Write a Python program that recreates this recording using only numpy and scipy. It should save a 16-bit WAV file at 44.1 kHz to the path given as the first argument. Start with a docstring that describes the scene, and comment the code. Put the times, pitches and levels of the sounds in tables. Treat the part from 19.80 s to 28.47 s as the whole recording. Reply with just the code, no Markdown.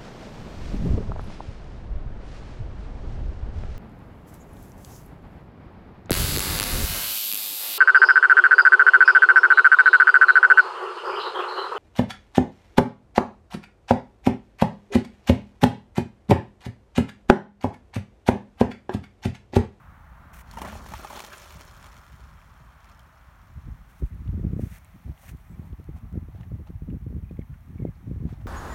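"""An open field, with the hiss of a far road: a rubber-powered model biplane is thrown past the microphone.
Its propeller hums at the blade-passing frequency, knots of rubber excite the modes of the hollow fuselage,
and the chattering shaft rattles the tissue covering, which fades with distance as the plane flies away.
Then turbulent gusts buffet the microphone and long grass sways; clothing swishes and shoes scuff the turf
by friction, and a few thin squeaks are heard."""
import sys
import numpy as np
from scipy import signal
from scipy.fft import rfft, irfft, next_fast_len
from scipy.io import wavfile
from scipy.ndimage import uniform_filter1d

SR = 44100
rng = np.random.default_rng(int(sys.argv[2]) if len(sys.argv) > 2 else 0)


def file_out(sig):
    """Save sig as 16-bit WAV at sys.argv[1]."""
    # one column per channel
    cols = np.atleast_2d(sig).T
    # limit, then scale
    lim = np.clip(cols, -1, 1)
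    pcm = np.round(lim * 32767).astype(np.int16)
    wavfile.write(sys.argv[1], SR, pcm)


N = 382347
TIME = np.arange(N) / SR
START_S, SPIN_UP_S = 0.61, 0.22  # the propeller is let go and comes up to full strength
CUTOFF_HZ = 15900

# spectrum of the rattling covering: f/Hz, relative level/dB
RATTLE_SPECTRUM = [(500, -12), (1000, 10.5), (1500, -1.5), (2300, 3.5), (3200, -2), (4200, -2.5),
                   (5700, -2), (7100, -3), (8000, -10), (9500, -6.5), (11500, -9), (16000, -13.5)]


def from_db(db):
    """Amplitude ratio of a level in decibels."""
    return 10 ** (np.asarray(db) / 20)


def rms_one(x):
    """Normalisation to unit mean power."""
    return x / np.sqrt(np.mean(x ** 2) + 1e-20)


def peak_one(x):
    """Normalisation to unit peak amplitude."""
    return x / np.abs(x).max()


def envelope(levels):
    """Amplitude at each sample, interpolated from rows of t/s, level/dB."""
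    return from_db(np.interp(TIME, *np.transpose(levels)))


def ramp(start_s, length_s):
    """A smooth cubic step from zero to one."""
    u = np.clip((TIME - start_s) / length_s, 0, 1)
    return u * u * (3 - 2 * u)


def evened(x, seconds):
    """Division by the running RMS: slow changes of level go, faster detail stays."""
    window = int(seconds * SR)
    power = uniform_filter1d(uniform_filter1d(x ** 2, window), window)
    return x / np.sqrt(np.abs(power) + 1e-12)


def drift(rate_hz):
    """Random modulation: low-passed noise of unit RMS."""
    step, settle = 40, 2000
    pole = np.exp(-2 * np.pi * step * rate_hz / SR)
    white = rng.standard_normal(N // step + settle + 2)
    slow = signal.lfilter([1], [1, -2 * pole, pole * pole], white)[settle:]
    return np.interp(np.arange(N) / step, np.arange(len(slow)), rms_one(slow))


def coloured(x, spectrum):
    """Minimum-phase filtering by rows of f/Hz, gain/dB."""
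    size = 2 * next_fast_len(len(x) // 2 + min(len(x), SR // 8))
    hz, db = np.transpose(spectrum)
    bin_hz = np.arange(size // 2 + 1) * SR / size
    log_gain = np.log(from_db(np.interp(np.log(bin_hz + 1), np.log(hz), db)))
    lag = np.arange(size)
    cepstrum = irfft(log_gain) * ((lag < size // 2) * 2 - (lag == 0))  # folded to be causal
    return irfft(rfft(x, size) * np.exp(rfft(cepstrum)))[:len(x)]


def band(x, low_hz, high_hz):
    """Band-pass filtering."""
    edges_hz = [low_hz, min(high_hz, .45 * SR)]
    return signal.sosfilt(signal.butter(2, edges_hz, "band", fs=SR, output="sos"), x)


def resonance(x, hz, width_hz):
    """Response of a damped oscillator, with unit gain at its peak."""
    return signal.lfilter(*signal.iirpeak(hz, hz / width_hz, fs=SR), x)


def noise(spectrum):
    """Coloured noise of unit power."""
    return rms_one(coloured(rng.standard_normal(N), spectrum))


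def grains(per_s, spread_db):
    """Shot noise: independent impulses of uneven size."""
    sizes = from_db(spread_db * np.minimum(rng.exponential(1, N), 4)) * rng.choice([-1, 1], N)
    return sizes * (rng.random(N) < per_s / SR)


def burst(t, decay_s):
    """Exponentially decaying noise of a brief contact."""
    return rng.standard_normal(len(t)) * np.exp(-t / decay_s)


def decaying(impulses, decay_s):
    """Leaky integration gives each impulse an exponential tail."""
    return signal.lfilter([1], [1, -np.exp(-1 / (decay_s * SR))], impulses + 1e-18)


def add(out, s, sound):
    """Superposition of a sound that starts at s seconds."""
    at = int(s * SR)
    out[at:at + len(sound)] += sound[:N - at]


def field(turn_s=4.02, turn_lasts_s=1.33, waver_db=0.33):
    """Directivity: far tyre noise changes colour as the microphone turns, over a faint broadband hiss."""
    # spectra of the road from ahead and behind, and of the hiss: f/Hz, relative level/dB
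    ahead_spectrum = [(250, -7), (430, -15), (620, -1.5), (850, 2.5), (1200, 4.5), (1500, 1), (2000, -7),
                      (2800, -17), (4500, -27), (9000, -34.5)]
    behind_spectrum = [(250, 3), (430, -19.5), (650, 5), (850, 6), (1200, 5.5), (1500, -1), (2000, -3),
                       (2800, -14.5), (4500, -25), (9000, -34)]
    hiss_spectrum = [(100, 21.5), (300, -2.5), (650, 4.5), (900, 0.5), (2000, 5.5), (3000, -4),
                     (4000, -7.5), (5000, -9.5), (5800, -7), (7800, -13.5), (9300, -8.5), (12000, -9.5),
                     (16000, -8)]
    # envelopes of road and hiss: t/s, level/dB
    road_levels = [(0, -55), (1, -53.5), (2, -57.5), (2.6, -59), (3.2, -58), (4, -61.5), (5, -64.5),
                   (6.2, -62.5), (7.2, -66.5), (8.67, -64)]
    hiss_levels = [(0, -62.5), (2.4, -63.5), (3, -63), (4.65, -60), (5.05, -58), (5.8, -62), (7.3, -64),
                   (8.67, -61)]
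    turned = ramp(turn_s, turn_lasts_s)
    ahead = np.sqrt(np.abs(1 - turned)) * noise(ahead_spectrum)
    behind = np.sqrt(turned) * noise(behind_spectrum)
    road = envelope(road_levels) * from_db(waver_db * drift(2.4)) * (ahead + behind)
    return road + envelope(hiss_levels) * noise(hiss_spectrum)


def wind(rise_s=0.031, fall_s=0.041, restless_db=1.5, lumpy_db=5.0, flutter_db=0.98):
    """Turbulent pressure at the microphone port: a deep rumble, and a flutter that saturates in gusts."""
    # envelope of the light breeze: t/s, level/dB
    breeze_levels = [(0, -49.5), (.6, -49), (1.15, -43.5), (1.42, -57.5), (1.9, -50), (2.7, -51.5),
                     (3.3, -56), (3.7, -49), (5.05, -53.5), (6.3, -47.5), (8.67, -45.5)]
    # separate buffets: t/s, duration/s, rumble level/dB, flutter drive/dB
    gusts = [(1.748, 0.04, -43, -49.5), (2.407, 0.057, -45, -71), (3.757, 0.034, -34, -47),
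             (3.842, 0.1, -34, -50), (3.988, 0.031, -38, -67), (4.211, 0.035, -23.5, -31.5),
             (4.308, 0.065, -36.5, -46), (4.387, 0.12, -35, -44), (4.477, 0.16, -28.5, -37.5),
             (4.629, 0.056, -29, -24.5), (4.684, 0.19, -34, -35.5), (4.903, 0.037, -36, -49),
             (5.143, 0.033, -56, -47.5), (5.248, 0.077, -35.5, -42), (5.489, 0.068, -40, -42.5),
             (5.695, 0.22, -43.5, -47), (5.897, 0.047, -35.5, -44), (5.98, 0.048, -42, -46.5),
             (6.068, 0.048, -35.5, -44), (6.135, 0.039, -37, -43), (6.222, 0.048, -35.5, -47),
             (6.323, 0.076, -35.5, -37), (6.413, 0.033, -34, -43), (6.476, 0.029, -39, -44),
             (6.54, 0.023, -31, -53), (6.587, 0.042, -37, -39), (6.659, 0.027, -36, -44),
             (6.709, 0.057, -32, -38), (6.791, 0.035, -35.5, -39.5), (6.892, 0.034, -41, -39.5),
             (6.938, 0.037, -33, -48), (7.01, 0.047, -35, -44), (7.072, .1, -33.5, -34.5),
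             (7.205, 0.032, -34, -45), (7.25, 0.071, -36, -39.5), (7.334, 0.06, -33, -35.5),
             (7.421, 0.042, -33, -43), (7.502, 0.048, -46, -41.5), (7.567, .07, -38, -44),
             (7.692, 0.054, -36.5, -47), (7.872, 0.1, -43.5, -43), (7.994, .11, -37, -31.5),
             (8.146, 0.028, -46, -60), (8.248, 0.094, -37, -35), (8.35, .04, -33, -39.5),
             (8.402, 0.079, -35.5, -32.5), (8.507, 0.029, -34, -39), (8.58, 0.029, -48, -40),
             (8.619, 0.053, -33, -43)]
    # spectra of breeze, gust rumble and flutter: f/Hz, relative level/dB
    breeze_spectrum = [(15, -34.5), (28, -2.5), (42, 3), (58, 8), (85, 2), (120, -9), (190, -16.5),
                       (500, -60)]
    rumble_spectrum = [(15, -47), (28, -37.5), (42, -3.5), (60, 3), (85, 1.5), (120, -11), (190, -25),
                       (500, -81.5)]
    flutter_spectrum = [(55, -24.5), (105, 1.5), (165, 1), (230, -8), (380, -22), (550, -31), (800, -46),
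                        (1500, -77.5)]
    breeze_gain = envelope(breeze_levels) * from_db(restless_db * drift(9.7))
    rumble_power = np.zeros(N)
    flutter_power = (breeze_gain * from_db(-8)) ** 2  # the breeze flutters a little too
    for s, length, rumble_db, drive_db in gusts:
        swell = ramp(s - rise_s / 2, rise_s) * (1 - ramp(s + length - fall_s / 2, fall_s))
        rumble_power += (from_db(rumble_db) * swell) ** 2
        flutter_power += (from_db(drive_db) * swell) ** 2
    saturated = np.sqrt(flutter_power / (1 + flutter_power / from_db(-27) ** 2))
    rumble = np.sqrt(rumble_power) * evened(noise(rumble_spectrum), 0.033)
    lumps = rng.standard_normal(N) * from_db(lumpy_db * drift(37.0))
    flutter = from_db(flutter_db) * saturated * evened(coloured(lumps, flutter_spectrum), 0.032)
    breeze = breeze_gain * evened(noise(breeze_spectrum), 0.27)
    return breeze + rumble + flutter


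def clothing(stop_s=0.018, catch_db=1.5):
    """Sliding friction of fabric: fine-grained strokes swell and stop short; a faster slide is brighter."""
    # strokes: t/s, duration/s, level/dB, treble gain/dB, rise time/s
    swishes = [(0.524, 0.094, -54.5, 6, 0.02), (4.065, 0.14, -68, 5.5, .04),
               (4.166, 0.14, -78, 12.5, 0.032), (4.755, 0.22, -60.5, 6, 0.074),
               (4.889, 0.097, -59, 4.5, 0.083), (5.341, 0.18, -68, 14.5, 0.099),
               (5.42, 0.086, -54.5, -1.5, 0.078), (5.5, 0.39, -83, 16, .05), (6.146, 0.044, -63.5, 2, .02),
               (8.486, 0.043, -65, -2, 0.013), (8.603, 0.079, -71, -2, .02)]
    # spectrum of rubbing fibres: f/Hz, relative level/dB
    cloth_spectrum = [(600, 1.5), (1200, 4), (1900, 9), (3000, 0.5), (4200, -7), (6200, -4), (7700, -7),
                      (9500, -4.5), (16000, -8)]
    stroke, sheen = np.zeros((2, N))
    for s, length, db, treble_db, rise_s in swishes:
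        swell = from_db(db) * ramp(s, rise_s) * (1 - ramp(s + length - stop_s / 2, stop_s))
        stroke += swell
        sheen += swell * from_db(treble_db)
    catches = grains(per_s=12000, spread_db=4.0) * from_db(catch_db * drift(50))
    fibres = rms_one(coloured(catches, cloth_spectrum))
    treble = signal.sosfilt(signal.butter(1, 8000, "high", fs=SR, output="sos"), fibres)
    return stroke * (fibres - treble) + sheen * treble


def blade_phase(wobble=0.024):
    """Phase is the integral of the blade-passing frequency, which wanders as the rubber unwinds unevenly."""
    # blade-passing frequency: t/s, f/Hz
    blade_rates = [(.68, 41), (.8, 64.3), (.88, 68.4), (.96, 73.5), (1.3, 73), (1.5, 62), (4.0, 61.6)]
    hz = np.interp(TIME, *np.transpose(blade_rates)) * (1 + wobble * drift(8.6))
    return 2 * np.pi * np.cumsum(hz) / SR


def propeller(phase, hum_db=-42, hold_s=0.064, sag_db_per_s=62, waver_db=0.5):
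    """Periodic blade forces give a harmonic hum, which sags after the first burst of torque."""
    # blade tone: harmonic number, relative level/dB
    harmonics = [(1, 3), (2, -22), (3, -15), (4, -20), (5, -23)]
    tone = sum(from_db(db + waver_db * drift(5.9)) * np.sin(order * phase) for order, db in harmonics)
    cavity = from_db(14.5) * resonance(tone, hz=215, width_hz=35)  # the hollow fuselage lifts an overtone
    sag_db = sag_db_per_s * np.maximum(TIME - START_S - SPIN_UP_S - hold_s, 0)
    return ramp(START_S, SPIN_UP_S) * from_db(hum_db - sag_db) * rms_one(tone + cavity)


def chatter(phase, per_pass=4, spread_db=1.0, jitter_s=0.0014, accent_db=3.0):
    """Impacts of a loose shaft: a few unevenly timed impulses in each blade pass, the first accented."""
    place = np.floor(phase / (2 * np.pi) * per_pass)
    at = np.flatnonzero(np.diff(place))
    size, delay = rng.standard_normal((len(at), 2)).T
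    first = place[at] % per_pass == 0
    jittered = np.clip(at + (jitter_s * SR * delay).astype(int), 0, N - 1)
    clicks = np.zeros(N)
    clicks[jittered] = from_db(spread_db * np.clip(size, -2, 2) + accent_db * first)
    return clicks


def panels(x):
    """Forced vibration: whatever shakes the airframe also rings its tissue panels and struts."""
    # panel and strut modes: f/Hz, bandwidth/Hz, gain/dB
    modes = [(586, 39, -3.5), (840, 67, -6), (1170, 28, -24), (1380, 84, -5), (1730, 65, -4),
             (2320, 58, -8), (2990, 34, -3), (3166, 23, 8), (3330, 28, 1), (3520, 27, 2.5), (4270, 52, -2),
             (5400, 33, -1), (7360, 120, -28), (9320, 110, -18)]
    return x + sum(from_db(db) * resonance(x, hz, width) for hz, width, db in modes)


def spreading(held_m=0.83, pass_s=1.44, closest_m=0.97, speed_m_per_s=5.5):
    """Spherical spreading: pressure goes as 1/r while the plane is held, thrown past and flies away."""
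    along_m = np.maximum(speed_m_per_s * (TIME - pass_s), -held_m)
    return 1 / np.hypot(along_m, closest_m)


def airframe(phase, rattle_db=-48.5, drone_db=-51, decay_s=0.0058, rub=0.36, colour_db=5.0, far_hz=4800):
    """Structure-borne sound: shaft chatter drives the tissue and the fuselage; levels are at one metre."""
    # edges of the bands that each contact excites unequally: f/Hz
    band_edges = [300, 1500, 3500, 7500, 11000, 17000]
    # spectrum of the hollow fuselage: f/Hz, relative level/dB
    drone_spectrum = [(120, -12), (215, 3.5), (280, -9), (370, 1), (460, -6.5), (620, 0.5), (750, -3),
                      (900, -3.5), (1100, -11.5), (1400, -7), (2200, -13), (4000, -32)]
    # brief swells and lulls in the rattle and drone: t/s, duration/s, rattle gain/dB, drone gain/dB
    swells = [(0.769, 0.18, -3, 13.5), (0.968, 0.11, -5.5, 1), (1.172, 0.1, 1.5, 6),
              (1.278, 0.16, 2.5, 6.5), (1.455, 0.086, -5.5, -2), (1.55, 0.093, 0, -1),
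              (1.77, 0.07, 3.5, 5.5), (1.986, 0.13, 3.5, 1), (2.983, 0.2, 5.5, 4)]
    clicks, contacts = chatter(phase), 0
    for low, high in zip(band_edges, band_edges[1:]):
        shake = decaying(clicks * from_db(colour_db * rng.standard_normal(N)), decay_s)
        # impacts and the steady rub of the bearing add in power
        contacts += band(np.hypot(shake, rub) * rng.standard_normal(N), low, high)
    vibration = panels(contacts)
    rattle = evened(coloured(vibration, RATTLE_SPECTRUM), 0.23)
    drone = evened(coloured(vibration, drone_spectrum), 0.077)
    away = np.interp(TIME, [1.5, 2.9], [0, 1])  # the treble fades as the plane draws away
    dull = signal.sosfilt(signal.butter(1, far_hz, fs=SR, output="sos"), rattle)
    rattle = (1 - away) * rattle + away * dull
    rattle_boost, drone_boost = np.zeros((2, N))
    for s, length, rattle_gain_db, drone_gain_db in swells:
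        swell = np.hanning(int(length * SR))
        add(rattle_boost, s, rattle_gain_db * swell)
        add(drone_boost, s, drone_gain_db * swell)
    radiated = from_db(rattle_db + rattle_boost) * rattle + from_db(drone_db + drone_boost) * drone
    return ramp(START_S, SPIN_UP_S) * spreading() * radiated


def ticks(decay_s=0.0022):
    """Impulsive excitation: dry snaps of shaft and covering ring the panels."""
    # snaps: t/s, peak level/dB
    snaps = [(0.712, -37), (1.089, -37), (1.3593, -32), (1.3937, -27), (1.4035, -24), (1.42, -37),
             (1.448, -30.5), (1.473, -46), (1.572, -40), (1.621, -37), (1.707, -35), (1.724, -38),
             (1.742, -41), (1.81, -34), (1.87, -44), (2.043, -41), (2.066, -38), (2.129, -47), (2.167, -43),
             (2.186, -43), (2.265, -50), (2.329, -49), (2.4054, -46), (3.044, -46.5), (3.097, -48.5),
             (3.1932, -47)]
    out, t = np.zeros(N), np.arange(SR // 20) / SR
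    for s, db in snaps:
        snap = coloured(panels(burst(t, decay_s)), RATTLE_SPECTRUM)
        add(out, s, from_db(db) * peak_one(snap))
    return out


def rubber_slaps(contact_s=0.0032, scrape=0.099, vary_db=0.5, crackle_s=0.0064, crackle_db=1.0):
    """Modal ringing: knots of rubber strike the fuselage, and the covering crackles."""
    # hits, each on a spot of its own tension: t/s, knock peak level/dB, crackle share/dB, pitch ratio
    slaps = [(0.736, -37.5, -26, 1.05), (0.77, -26, -18, 1.02), (0.784, -28.5, -6, 0.87),
             (0.816, -22.5, -10, 1.02), (0.829, -35, -18, 1.1), (0.848, -26.5, -12, 1.04),
             (0.862, -32, -18, 1.24), (0.873, -30, -9, 0.86), (0.893, -40, -2, 1.2),
             (0.925, -31.5, -22, 0.93), (0.953, -30.5, -12, 0.93), (0.976, -43, -12, 0.93),
             (1.006, -36, -18, 1.1), (1.061, -32, -18, 1.03), (1.118, -31, -8, 0.92),
             (1.136, -25.5, -8.5, 0.96), (1.192, -35, -9, 0.91), (1.245, -28.5, -11, 0.92),
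             (1.3, -31, -18, 1.1), (1.308, -31.5, -11, 0.94), (1.329, -34.5, -8, 1),
             (1.358, -32, -12, 1.14), (1.371, -32, -18, 0.93), (1.382, -39, -18, 1.1),
             (1.437, -36, -14, 0.95), (1.532, -38, -14, 1.8), (1.808, -40, -10, 1.12),
             (2.039, -43.5, -17, 1.18)]
    # fuselage modes: f/Hz, relative level/dB, T60/s
    modes = [(215, -9, 0.055), (392, -12, 0.032), (544, -6, 0.01), (692, -9, 0.032), (885, -1, 0.043),
             (977, -2.5, 0.022), (1202, -15, 0.072), (1342, -10, 0.046), (1880, -11, 0.019),
             (2804, -22.5, 0.1)]
    out, t = np.zeros(N), np.arange(SR // 8) / SR
    for s, db, share_db, pitch in slaps:
        body = 0
        for hz, mode_db, t60 in modes:
            decay = from_db(mode_db + vary_db * rng.normal() - 60 * t / t60)
            body += rng.choice([-1, 1]) * decay * np.sin(2 * np.pi * hz * pitch * t)
        force = scrape * burst(t, contact_s) + (t == 0)
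        knock = peak_one(signal.fftconvolve(force, body)[:len(t)])
        crackle = peak_one(coloured(burst(t, crackle_s), RATTLE_SPECTRUM))
        add(out, s + 0.00101, from_db(db) * (knock + from_db(share_db + crackle_db) * crackle))
    return out


def release(edge_ratio=1.22):
    """Friction: balsa and tissue rub and strain as the plane leaves the hand."""
    # rasps: t/s, duration/s, level/dB, centre f/Hz
    rasps = [(1.338, 0.071, -51.5, 3320), (1.343, 0.058, -49, 1100), (1.514, 0.0382, -44, 1430),
             (1.522, 0.027, -48, 2250)]
    out, rubbing = np.zeros(N), panels(grains(per_s=2400, spread_db=0.5))
    for s, length, db, hz in rasps:
        stroke = np.zeros(N)
        add(stroke, s, from_db(db) * signal.windows.tukey(int(length * SR)))
        out += stroke * rms_one(band(rubbing, hz / edge_ratio, hz * edge_ratio))
    return out


def whirr(phase, throb_db=0.5):
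    """Turbulence noise of air torn by the blades, amplitude-modulated at each pass."""
    # envelope of the whirr, heard from behind the plane: t/s, level/dB
    levels = [(1.4, -77), (1.65, -66), (2.07, -57), (2.4, -62.5), (3.1, -66.5), (3.9, -71), (4.8, -95)]
    # its spectrum: f/Hz, relative level/dB
    spectrum = [(500, -33), (900, -3), (1300, 1), (1700, -2.5), (2300, -15.5), (4000, -26)]
    return envelope(levels) * rms_one(noise(spectrum) * from_db(throb_db * np.sin(phase)))


def shaft(clicks_per_s=34, spread_db=2.0, jitter_s=0.0022, decay_s=0.00082, rebound_s=0.0095):
    """Impact and rebound in the bearing excite the bright modes of the wire shaft in free flight."""
    # envelope of the clicking: t/s, level/dB
    levels = [(1.5, -67), (1.7, -64.5), (2.1, -65.5), (2.3, -72.5), (2.75, -76), (2.9, -84), (3.1, -72),
              (3.35, -80.5), (4.0, -78)]
    # shaft modes: f/Hz, bandwidth/Hz, gain/dB
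    modes = [(2351, 430, -2), (3380, 500, -1), (4220, 473, -9), (5200, 520, 3), (6400, 500, -10),
             (7100, 260, -0.5), (9300, 980, -7)]
    beats_s = np.arange(levels[0][0], levels[-1][0], 1 / clicks_per_s)
    delay, size, rebound_delay, rebound_size = np.clip(rng.standard_normal((len(beats_s), 4)), -2, 2).T
    hits = ((beats_s + jitter_s * delay) * SR).astype(int)
    rebounds = ((beats_s + rebound_s + jitter_s * rebound_delay) * SR).astype(int)
    clicks = np.zeros(N)
    clicks[hits] = from_db(spread_db * size)
    clicks[rebounds] = from_db(spread_db * rebound_size - 5.0)
    crackle = decaying(clicks, decay_s) * rng.standard_normal(N)
    ringing = sum(from_db(db) * resonance(crackle, hz, width) for hz, width, db in modes)
    return envelope(levels) * ringing / ringing[int(beats_s[0] * SR):int(beats_s[-1] * SR)].std()


def squeaks(rasp_hz=420, scatter=0.74, waver=0.028, upper_ratio=1.5):
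    """Brief glides with a weaker upper partial, roughened by random amplitude and phase modulation."""
    # glides: t/s, duration/s, start f/Hz, end f/Hz, level/dB, upper partial/dB, rasp (0 to 1)
    glides = [(3.19, 0.016, 3080, 3070, -57, -16, 0.72), (5.662, 0.022, 2500, 2440, -62, -19, .3),
              (5.65, 0.13, 7570, 7950, -75, -20, .05), (5.718, 0.04, 2470, 2260, -64, -20, 0.4),
              (7.095, 0.02, 2970, 2850, -65, -16, .5), (7.444, .012, 2580, 2410, -61, -18, .5),
              (7.487, 0.017, 2410, 2500, -57.5, -18, 0.5), (7.564, 0.01, 2300, 2060, -51.5, -12, .6),
              (7.589, 0.014, 2130, 2280, -57, -10, .6), (7.61, 0.022, 2240, 1850, -54, -16, .8),
              (7.732, 0.019, 1436, 1480, -56, -8, 0.7), (7.976, 0.024, 2270, 2170, -56, -21, 0.5),
              (8.006, .014, 2230, 2220, -62, -18, .4), (8.017, 0.028, 2180, 2100, -59, -19, .3),
              (8.052, 0.046, 2200, 2050, -59, -20, .3), (8.094, 0.053, 1900, 1420, -65, -16, 0.5)]
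    out, wander = np.zeros(N), 1 + waver * drift(200)
    shake, phase_noise = drift(rasp_hz), drift(rasp_hz)
    for s, length, start_hz, end_hz, db, upper_db, rasp in glides:
        hz = np.linspace(start_hz, end_hz, int(length * SR))
        now = int(s * SR) + np.arange(len(hz))
        phase = 2 * np.pi * np.cumsum(hz * wander[now] ** rasp) / SR + scatter * rasp * phase_noise[now]
        note = np.sin(phase) + from_db(upper_db) * np.sin(upper_ratio * phase)
        roughness = (1 + rasp * shake[now]) / np.hypot(1, rasp)
        add(out, s, from_db(db) * np.hanning(len(hz)) * note * roughness)
    return out


def eddies(gain_db=1.0, wake_db=1.5, wake_width=2.31, ragged=0.2, ragged_hz=260):
    """Vortex pressure pulses: a push and pull inside a slower suction; smaller eddies thump higher."""
    # the strongest eddies at the port: t/s, relative peak level/dB, f/Hz
    thumps = [(3.88, -26, 71), (4.224, -22, 209), (4.24, -23.5, 50.7), (4.49, -22.5, 100),
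              (4.535, -23.5, 143), (4.579, -28, 190), (4.597, -25, 180), (4.65, -14, 165),
              (4.668, -18.5, 100), (4.682, -28, 195), (4.733, -19.5, 193), (4.766, -22.5, 197),
              (4.795, -17.5, 290), (4.835, -18, 150), (4.857, -28, 150), (5.297, -24, 143),
              (5.548, -30.5, 150), (5.796, -25.5, 164), (5.931, -30.5, 197), (5.999, -31, 203),
              (6.091, -25, 215), (6.342, -29.5, 220), (6.356, -29, 300), (6.376, -18.5, 186),
              (6.486, -33, 243), (6.549, -39, 400), (6.718, -31, 260), (6.728, -25.5, 110),
              (6.817, -38, 197), (6.903, -30, 215), (7.021, -25, 182), (7.09, -29, 201), (7.116, -28, 164),
              (7.128, -21.5, 165), (7.137, -26, 91.5), (7.169, -26, 130), (7.266, -23, 200),
              (7.327, -31, 274), (7.366, -24, 174), (7.511, -28, 268), (7.592, -21, 248),
              (7.958, -24.5, 128), (8.001, -21.5, 190), (8.022, -22.5, 196), (8.052, -15, 294),
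              (8.086, -30, 247), (8.276, -31, 119), (8.314, -21, 202), (8.361, -30, 200), (8.403, -36, 186),
              (8.426, -25.5, 200), (8.439, -28, 190), (8.453, -17, 180), (8.527, -23, 165),
              (8.66, -25.5, 224)]
    out, t = np.zeros(N), np.arange(-SR // 20, SR // 20) / SR
    for s, db, hz in thumps:
        phase = 2 * np.pi * hz * t
        core = peak_one(phase * np.exp(-phase ** 2 / 2))
        reach = np.exp(-(phase / wake_width) ** 2 / 2)
        wake = (1 - (phase / wake_width) ** 2) * reach
        churn = rms_one(band(rng.standard_normal(len(t)), ragged_hz / 2, ragged_hz))
        pulse = core + from_db(wake_db) * wake + ragged * np.sqrt(reach) * churn
        add(out, s + t[0], -from_db(db + gain_db) * peak_one(pulse))
    return out


def grass(low_hz=10500, crackles_per_s=45, crackle_db=-63):
    """Friction between long dry blades swaying in the wind gives a thin hiss and a faint crackle."""
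    # spell of hissing: t/s, duration/s, level/dB
    spell = (4.1, 4.7, -77.5)
    s, length, db = spell
    swell = np.zeros(N)
    add(swell, s, signal.windows.tukey(int(length * SR)))
    hiss = rms_one(band(rng.standard_normal(N), low_hz, CUTOFF_HZ))
    crackle = band(grains(per_s=crackles_per_s, spread_db=5.5), 2500, CUTOFF_HZ)
    return swell * (from_db(db) * hiss + from_db(crackle_db) * crackle)


def rustles(gain_db=-5.0):
    """Sudden release of strain: dry stalks give way with soft clicks and tiny snaps."""
    # snaps: t/s, relative peak level/dB, centre f/Hz, decay time/s, bandwidth/octaves
    snaps = [(4.245, -57, 8000, .002, .7), (4.3294, -49, 2300, .0038, 0.58),
             (4.348, -45, 11040, 0.00045, 1.1), (4.476, -49, 3200, 0.0025, .7),
             (4.944, -44, 2100, .008, 0.6), (4.985, -35, 7100, 0.0005, 2.2),
             (5.047, -34, 11000, 0.00017, 1.06), (5.052, -49, 2500, .002, .7),
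             (5.377, -42.5, 2600, .002, .7), (5.415, -48, 10000, .002, 1.2), (5.484, -43, 2090, .007, .7),
             (5.9277, -49, 2480, 0.0021, 1.2), (6.6316, -43, 2080, 0.0031, .7),
             (7.101, -46, 2070, 0.0042, 0.52), (7.512, -56, 2800, .004, 1.2), (7.74, -54, 2000, .009, 1),
             (8.153, -57, 4450, .005, 0.45), (8.528, -51, 4000, 0.0042, 1.5)]
    out, t = np.zeros(N), np.arange(SR // 20) / SR
    for s, db, hz, decay_s, octaves in snaps:
        edge_ratio = 2 ** (octaves / 2)
        snap = band(burst(t, decay_s), hz / edge_ratio, hz * edge_ratio)
        add(out, s, from_db(db + gain_db) * peak_one(snap))
    return out


def scuffs(catch_db=6.5):
    """Uneven sliding friction: shoes turn on the turf with a dull rub."""
    # rubs: t/s, duration/s, level/dB
    rubs = [(5.107, 0.45, -65), (5.644, 0.26, -66), (6.137, 0.079, -61), (6.483, 0.18, -60.5),
            (6.848, 0.052, -61), (8.441, 0.14, -56.5), (8.559, 0.12, -63.5)]
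    # spectrum of sole on turf: f/Hz, relative level/dB
    spectrum = [(350, -19), (600, 4.5), (830, 4.5), (1200, -5.5), (2000, -13), (3500, -15), (6000, -23.5),
                (9000, -34)]
    stroke = np.zeros(N)
    for s, length, db in rubs:
        add(stroke, s, from_db(db) * signal.windows.tukey(int(length * SR)))
    return stroke * rms_one(from_db(catch_db * drift(36)) * noise(spectrum))


def scene():
    """Superposition of the plane, the wind and the open field at one microphone."""
    phase = blade_phase()
    plane = propeller(phase) + whirr(phase) + airframe(phase) + shaft()
    plane += rubber_slaps() + ticks() + release()
    nearby = clothing() + rustles() + scuffs() + squeaks()
    return (plane + wind() + eddies() + nearby + field() + grass())[None]


def record(dry, low_cut_hz=33, dip_depth=0.41):
    """Microphone response: the port notches the treble and drops deep bass; the top is cut steeply."""
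    # notches of the port: f/Hz, bandwidth/Hz
    port_dips = [(4900, 520), (10400, 1260)]
    notched = dry - dip_depth * sum(resonance(dry, hz, width) for hz, width in port_dips)
    thinned = signal.sosfilt(signal.butter(4, low_cut_hz, "high", fs=SR, output="sos"), notched)
    return signal.sosfilt(signal.ellip(12, .1, 80, CUTOFF_HZ, fs=SR, output="sos"), thinned)


dry = scene()
out = record(dry)
file_out(out)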